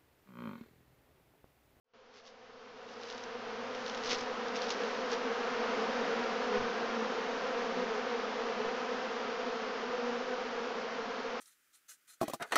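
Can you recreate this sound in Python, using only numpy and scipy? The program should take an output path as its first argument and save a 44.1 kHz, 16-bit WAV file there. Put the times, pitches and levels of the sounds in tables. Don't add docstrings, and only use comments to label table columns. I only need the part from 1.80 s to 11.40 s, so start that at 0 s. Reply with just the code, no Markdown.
import sys
import numpy as np
from scipy import signal
from scipy.fft import rfft, irfft
from scipy.io import wavfile
from scipy.ndimage import uniform_filter1d, map_coordinates

SR = 44100
rng = np.random.default_rng(int(sys.argv[2]) if len(sys.argv) > 2 else 0)


def unload_audio(sound):
    columns = np.transpose(np.atleast_2d(sound))
    steps = np.round(np.clip(columns, -1, 1) * 32767)
    wavfile.write(sys.argv[1], SR, steps.astype(np.int16))


N = 423360
TIME = np.arange(N) / SR
THICK_DB = -36.5


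def swarm(near_db, rasp_db=-1.17, air_db=-5.5, split_hz=2400):
    # frequency in Hz, noise density in dB.
    wing_air = [(60, -23.5), (120, -23.5), (170, -5.5), (320, -0.5), (600, 0.5), (1200, -3), (2000, -5),
                (4000, -15), (7000, -31), (8000, -55.5)]
    beat, octave, rasp = crowd()
    body = signal.sosfiltfilt(signal.butter(4, split_hz, fs=SR, output="sos"), rasp)
    near_field_db = 4.5 * np.exp(np.minimum(near_db, 0) / .5)
    hum = from_db(-8 + 1.06 * near_db + near_field_db) * steady(beat)
    hum += from_db(-1 + .94 * near_db) * steady(octave)
    edge = from_db(-11 + .85 * near_db) * steady(rasp - body)
    air = from_db(air_db) * coloured(rng.standard_normal(N), wing_air)
    return from_db(THICK_DB) * (hum + edge + from_db(near_db) * (from_db(rasp_db) * steady(body) + air))


def crowd(wingbeat_hz=240.43, spread=.1, swerve=.033, flutter=.011, count=128, size=4096):
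    hold = 30
    times = TIME[::2 * hold]
    sine = np.sin(2 * np.pi * np.arange(size) / size)
    octave = np.tile(sine[::2], 2)
    out = np.zeros((3, len(times) * hold))
    for pitch in np.linspace(-1, 1, count):
        slowing = .16 * np.clip(wander(2, times) - 1, 0, 1)
        detune = spread * pitch + swerve * wander(5, times) + flutter * wander(28, times)
        beat_hz = wingbeat_hz * np.exp(detune - slowing)
        cycle = rng.random() + np.cumsum(np.repeat(beat_hz, hold)) * 2 / SR
        place = (cycle * size).astype(int) % size
        nearness = from_db(11 * np.tanh(wander(6, times) / 2))
        for part, shape in zip(out, (sine, octave, wing_stroke(wingbeat_hz, scatter_rad=1.38))):
            facing = from_db(2 * wander(8, times))
            part += shape[place] * np.repeat(nearness * facing, hold)
    return signal.resample_poly(out, 2, 1, axis=1)[:, :N]


def wing_stroke(beat_hz, scatter_rad, size=4096):
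    # frequency in Hz, level in dB.
    rasp_colour = [(600, -3), (750, 2.5), (950, 1), (1250, 1), (1600, -2), (2000, -8.5), (2500, -11),
                   (3100, -12.5), (3800, -17), (5100, -17), (6000, -21.5), (6800, -32.5), (7600, -45)]
    orders = np.arange(3, 34)
    gains = gain_at(rasp_colour, orders * beat_hz) * from_db(rng.normal(0, 1.9, len(orders)))
    harmonics = np.zeros(size // 2 + 1, complex)
    harmonics[orders] = gains * np.exp(1j * rng.normal(0, scatter_rad, len(orders)))
    return rms_one(irfft(harmonics))


def buzz_surges(sag=.006, glide_s=.07, waver=.009, rasp_db=-8):
    # peak time in seconds, fundamental in Hz, level in dB, fundamental
    # against octave in dB, half length of the swell in seconds, pitch climb as a share per second.
    surges = [(1.19, 243.4, -59, 3, 0.03, 0.18), (1.33, 248.8, -50.5, -14, 0.049, .5),
              (1.55, 243.6, -46, -9, 0.023, .7), (1.71, 240.4, -43.5, -18, .03, 0.65),
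              (1.799, 236, -43, -5, 0.019, -1.3), (1.91, 247.5, -53.5, 2, .04, 0.11),
              (1.991, 244.6, -48, -13, 0.02, 0), (2.319, 238.4, -42.5, -9, .035, -0.54),
              (2.377, 229, -44, -15, 0.016, -0.024), (2.76, 251, -44, -0.5, 0.041, .7),
              (2.82, 248, -40, -24.5, 0.031, 0), (3.03, 242.5, -37.5, -17, 0.024, -.7),
              (3.32, 241.2, -37.5, -21, 0.029, -.7), (3.47, 262, -46.5, 1.5, 0.02, .7),
              (3.53, 237, -38, -21, 0.043, 0), (3.819, 244.3, -38, -18, 0.036, .7),
              (3.882, 244.7, -48, 5, 0.045, 0.59), (4.01, 220.2, -39, -6, 0.031, 1.31),
              (4.169, 240, -42.5, 0.5, 0.045, -1.2), (4.33, 229.7, -37.5, -7, 0.029, 1.31),
              (4.43, 237.7, -37.5, -8, 0.028, -1.3), (4.669, 241, -49, 4.5, .03, 0),
              (4.751, 211, -34.5, -9, 0.035, 0.33), (4.757, 249, -35, -23, 0.03, 0),
              (4.86, 224.2, -40, -4, 0.026, 0.75), (5.20, 224.3, -42.5, 1, 0.054, -0.53),
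              (5.40, 226, -42.5, -14, .035, 0.17), (5.67, 252.4, -39, -14, 0.049, 0),
              (5.794, 236.5, -36, -24, 0.042, 1.33), (5.89, 238.4, -44, -1, 0.02, -0.11),
              (6.00, 190, -48.5, -1.5, 0.068, -0.1), (6.00, 249, -39, -3, 0.027, .7),
              (6.12, 223.3, -40.5, -18, 0.045, -1.35), (6.33, 237.6, -38, -7, 0.04, -0.16),
              (6.68, 229, -39.5, -3.5, 0.034, -1.37), (6.799, 246.3, -45, 0, .028, 0),
              (6.87, 227, -39.5, -20, 0.035, 1), (7.10, 252, -42.5, -13, 0.045, -0.24),
              (7.46, 239.3, -45, -3, 0.028, 1.3), (7.62, 245, -43, -16, 0.024, 0),
              (7.70, 246, -42.5, -6, 0.036, 0.63), (8.14, 247.7, -41, -14, 0.036, .7),
              (8.28, 239.9, -38, -2, 0.067, 0), (8.54, 251.2, -39, -14, .04, 0),
              (8.86, 241.7, -41, -18, 0.046, 1.22), (9.34, 242, -46, -12, 0.026, 0),
              (9.529, 242, -46, -5, 0.04, -0.18)]
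    out = np.zeros(N)
    for at_s, beat_hz, level_db, beat_db, half_s, climb in surges:
        span = np.abs(TIME - at_s) < .5
        offset = (TIME[span] - at_s) / half_s
        falloff = np.hypot(1, offset)
        glide = climb * glide_s * np.tanh(offset * half_s / glide_s)
        glide -= sag * offset / falloff
        cycle = np.cumsum(beat_hz * (1 + glide + waver * wander(25, TIME[span]))) / SR
        stroke = wing_stroke(beat_hz, scatter_rad=1.07)
        hum = np.sqrt(2) * (from_db(beat_db) * np.sin(2 * np.pi * cycle) + np.sin(4 * np.pi * cycle))
        rasp = from_db(rasp_db) * stroke[(cycle % 1 * len(stroke)).astype(int)]
        envelope = np.hanning(len(cycle)) / falloff ** 2
        out[span] += from_db(level_db) * (hum + rasp) * envelope
    return out


def footsteps(cracks_per_s=1700, crack_s=.00059):
    # peak time in seconds, level in dB, half length in seconds.
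    steps = [(0.373, -58, 0.026), (0.478, -59.5, 0.024), (1.124, -59.5, 0.042), (1.234, -55, 0.025),
             (1.296, -56, 0.022), (1.38, -56.5, 0.085), (2.118, -51.5, 0.13), (2.258, -43.5, 0.017),
             (2.317, -36.5, 0.023), (2.388, -45.5, 0.04), (2.768, -44, 0.015), (2.835, -46.5, 0.016),
             (2.907, -45, 0.022), (3.04, -51.5, 0.17), (3.33, -42.5, 0.018)]
    # frequency in Hz, noise density in dB.
    leaf_colour = [(100, -28), (250, -4.5), (500, -4), (1300, -2), (2300, -3.5), (3500, -2), (5200, -1),
                   (6300, -7), (7200, -20.5), (8000, -22.5)]
    onsets = rng.random(N) < cracks_per_s / SR
    cracks = onsets * from_db(2 * np.minimum(rng.exponential(1, N), 4))
    energy = signal.lfilter([1], [1, -np.exp(-2 / (crack_s * SR))], cracks ** 2 + 1e-18)
    return swells(steps) * coloured(np.sqrt(energy) * rng.standard_normal(N), leaf_colour)


def twigs(crack_s=.0011, splinter_db=-17, splinter_s=.0083, ring_db=4, size=2500):
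    # start in seconds, level of the crack in dB, ring in Hz.
    snaps = [(0.4648, -56, 3150), (0.471, -59, 4200), (0.4775, -56, 3500), (1.0894, -53, 2800),
             (1.2337, -45, 2400), (1.3006, -43, 3400), (1.3092, -45.5, 2800), (1.3252, -46.5, 4200),
             (1.347, -50, 3680), (1.379, -47, 4500), (1.437, -45, 4300), (1.9486, -43, 2440),
             (2.063, -40, 3800), (2.0795, -43, 4240), (2.0976, -39, 3300), (2.147, -42.5, 4500),
             (2.176, -45, 4000), (2.295, -39, 3500), (2.3155, -36, 4000), (2.3204, -34, 2100),
             (2.3305, -38.5, 4600), (2.4094, -44, 5500), (2.6833, -44, 3870), (2.7572, -36.5, 2600),
             (2.763, -41, 4000), (2.8187, -37.5, 4800), (2.8335, -47, 2400), (2.9037, -33, 4600),
             (2.9107, -43, 4000), (2.9228, -45, 5500), (3.035, -42, 2570), (3.316, -42, 2800)]
    out = np.zeros(N)
    bright = np.vstack([signal.butter(3, 1500, "high", fs=SR, output="sos"),
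                        signal.butter(12, 6400, fs=SR, output="sos")])
    envelope = np.exp(-TIME[:size] / crack_s) + from_db(splinter_db) * np.exp(-TIME[:size] / splinter_s)
    for at_s, level_db, ring_hz in snaps:
        burst = signal.sosfilt(bright, rng.choice([-1, 1], size) * envelope)
        snap = burst + from_db(ring_db) * signal.lfilter(*signal.iirpeak(ring_hz, 2, fs=SR), burst)
        crack = snap[TIME[:size] < .003]
        start = round(at_s * SR)
        out[start:start + size] += from_db(level_db) * snap / crack.std()
    return out


def draught(near_db, breeze_db=-81, among_bees_db=-65):
    # peak time in seconds, level in dB, half length in seconds.
    puffs = [(0.792, -76, 0.038), (1.546, -78, 0.043), (2.317, -62, 0.11), (4.18, -69, 0.039),
             (4.806, -49.5, 0.03), (5.97, -71, .03), (6.86, -62, 0.037), (9.23, -63, .025),
             (9.487, -66, .018)]
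    # frequency in Hz, noise density in dB.
    rumble = [(15, 8.5), (40, -9.5), (90, -6.5), (140, -3), (300, -17.5), (1000, -51)]
    flow = from_db(breeze_db) + from_db(among_bees_db + near_db)
    return (flow + swells(puffs)) * coloured(rng.standard_normal(N), rumble)


def low_hum(hz=106, peak_db=-69, peak_s=1.85, rise_db_per_s=9.5, fall_db_per_s=12.5):
    past_s = TIME - peak_s
    level_db = peak_db + np.minimum(rise_db_per_s * past_s, -fall_db_per_s * past_s)
    return from_db(level_db) * np.sqrt(2) * np.sin(2 * np.pi * hz * TIME)


def from_db(db):
    return 10 ** (np.asarray(db) / 20)


def rms_one(x):
    return x / np.sqrt(np.mean(x ** 2) + 1e-20)


def gain_at(spectrum, hz):
    points_hz, db = np.transpose(spectrum)
    return from_db(np.interp(np.log(np.maximum(hz, 1)), np.log(points_hz), db))


def coloured(x, spectrum):
    return rms_one(irfft(rfft(x) * gain_at(spectrum, np.arange(N // 2 + 1) * SR / N), N))


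def steady(x, size=SR // 8):
    return x / np.sqrt(uniform_filter1d(uniform_filter1d(x ** 2, size), size) + 1e-12)


def wander(per_s, times):
    return map_coordinates(rng.standard_normal(2048), [times * per_s], order=3, mode="wrap")


def swells(rows):
    return sum(from_db(db) * np.exp(-.5 * ((TIME - at_s) / half_s) ** 2) for at_s, db, half_s in rows)


def scene():
    # time in seconds, base level of the buzz in dB.
    approach = [(0.14, -65.5), (0.6, -59.5), (1.25, -50.5), (1.7, -45), (2.1, -43.5), (2.65, -41),
                (3.5, -39.5), (3.9, -37.5), (4.9, -38.5), (5.5, -39.5), (6.9, -40), (8.0, -41), (9.6, -42)]
    near_db = np.interp(TIME, *np.transpose(approach)) - THICK_DB
    return (swarm(near_db) + buzz_surges() + footsteps() + twigs() + draught(near_db) + low_hum())[None]


def record(dry, opens_s=.135, cutoff_hz=8400):
    opening = np.interp(TIME, [.035, opens_s, opens_s + .002], [0, .15, 1])
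    return signal.sosfilt(signal.cheby2(12, 50, cutoff_hz, fs=SR, output="sos"), dry * opening)


dry = scene()
out = record(dry)
unload_audio(out)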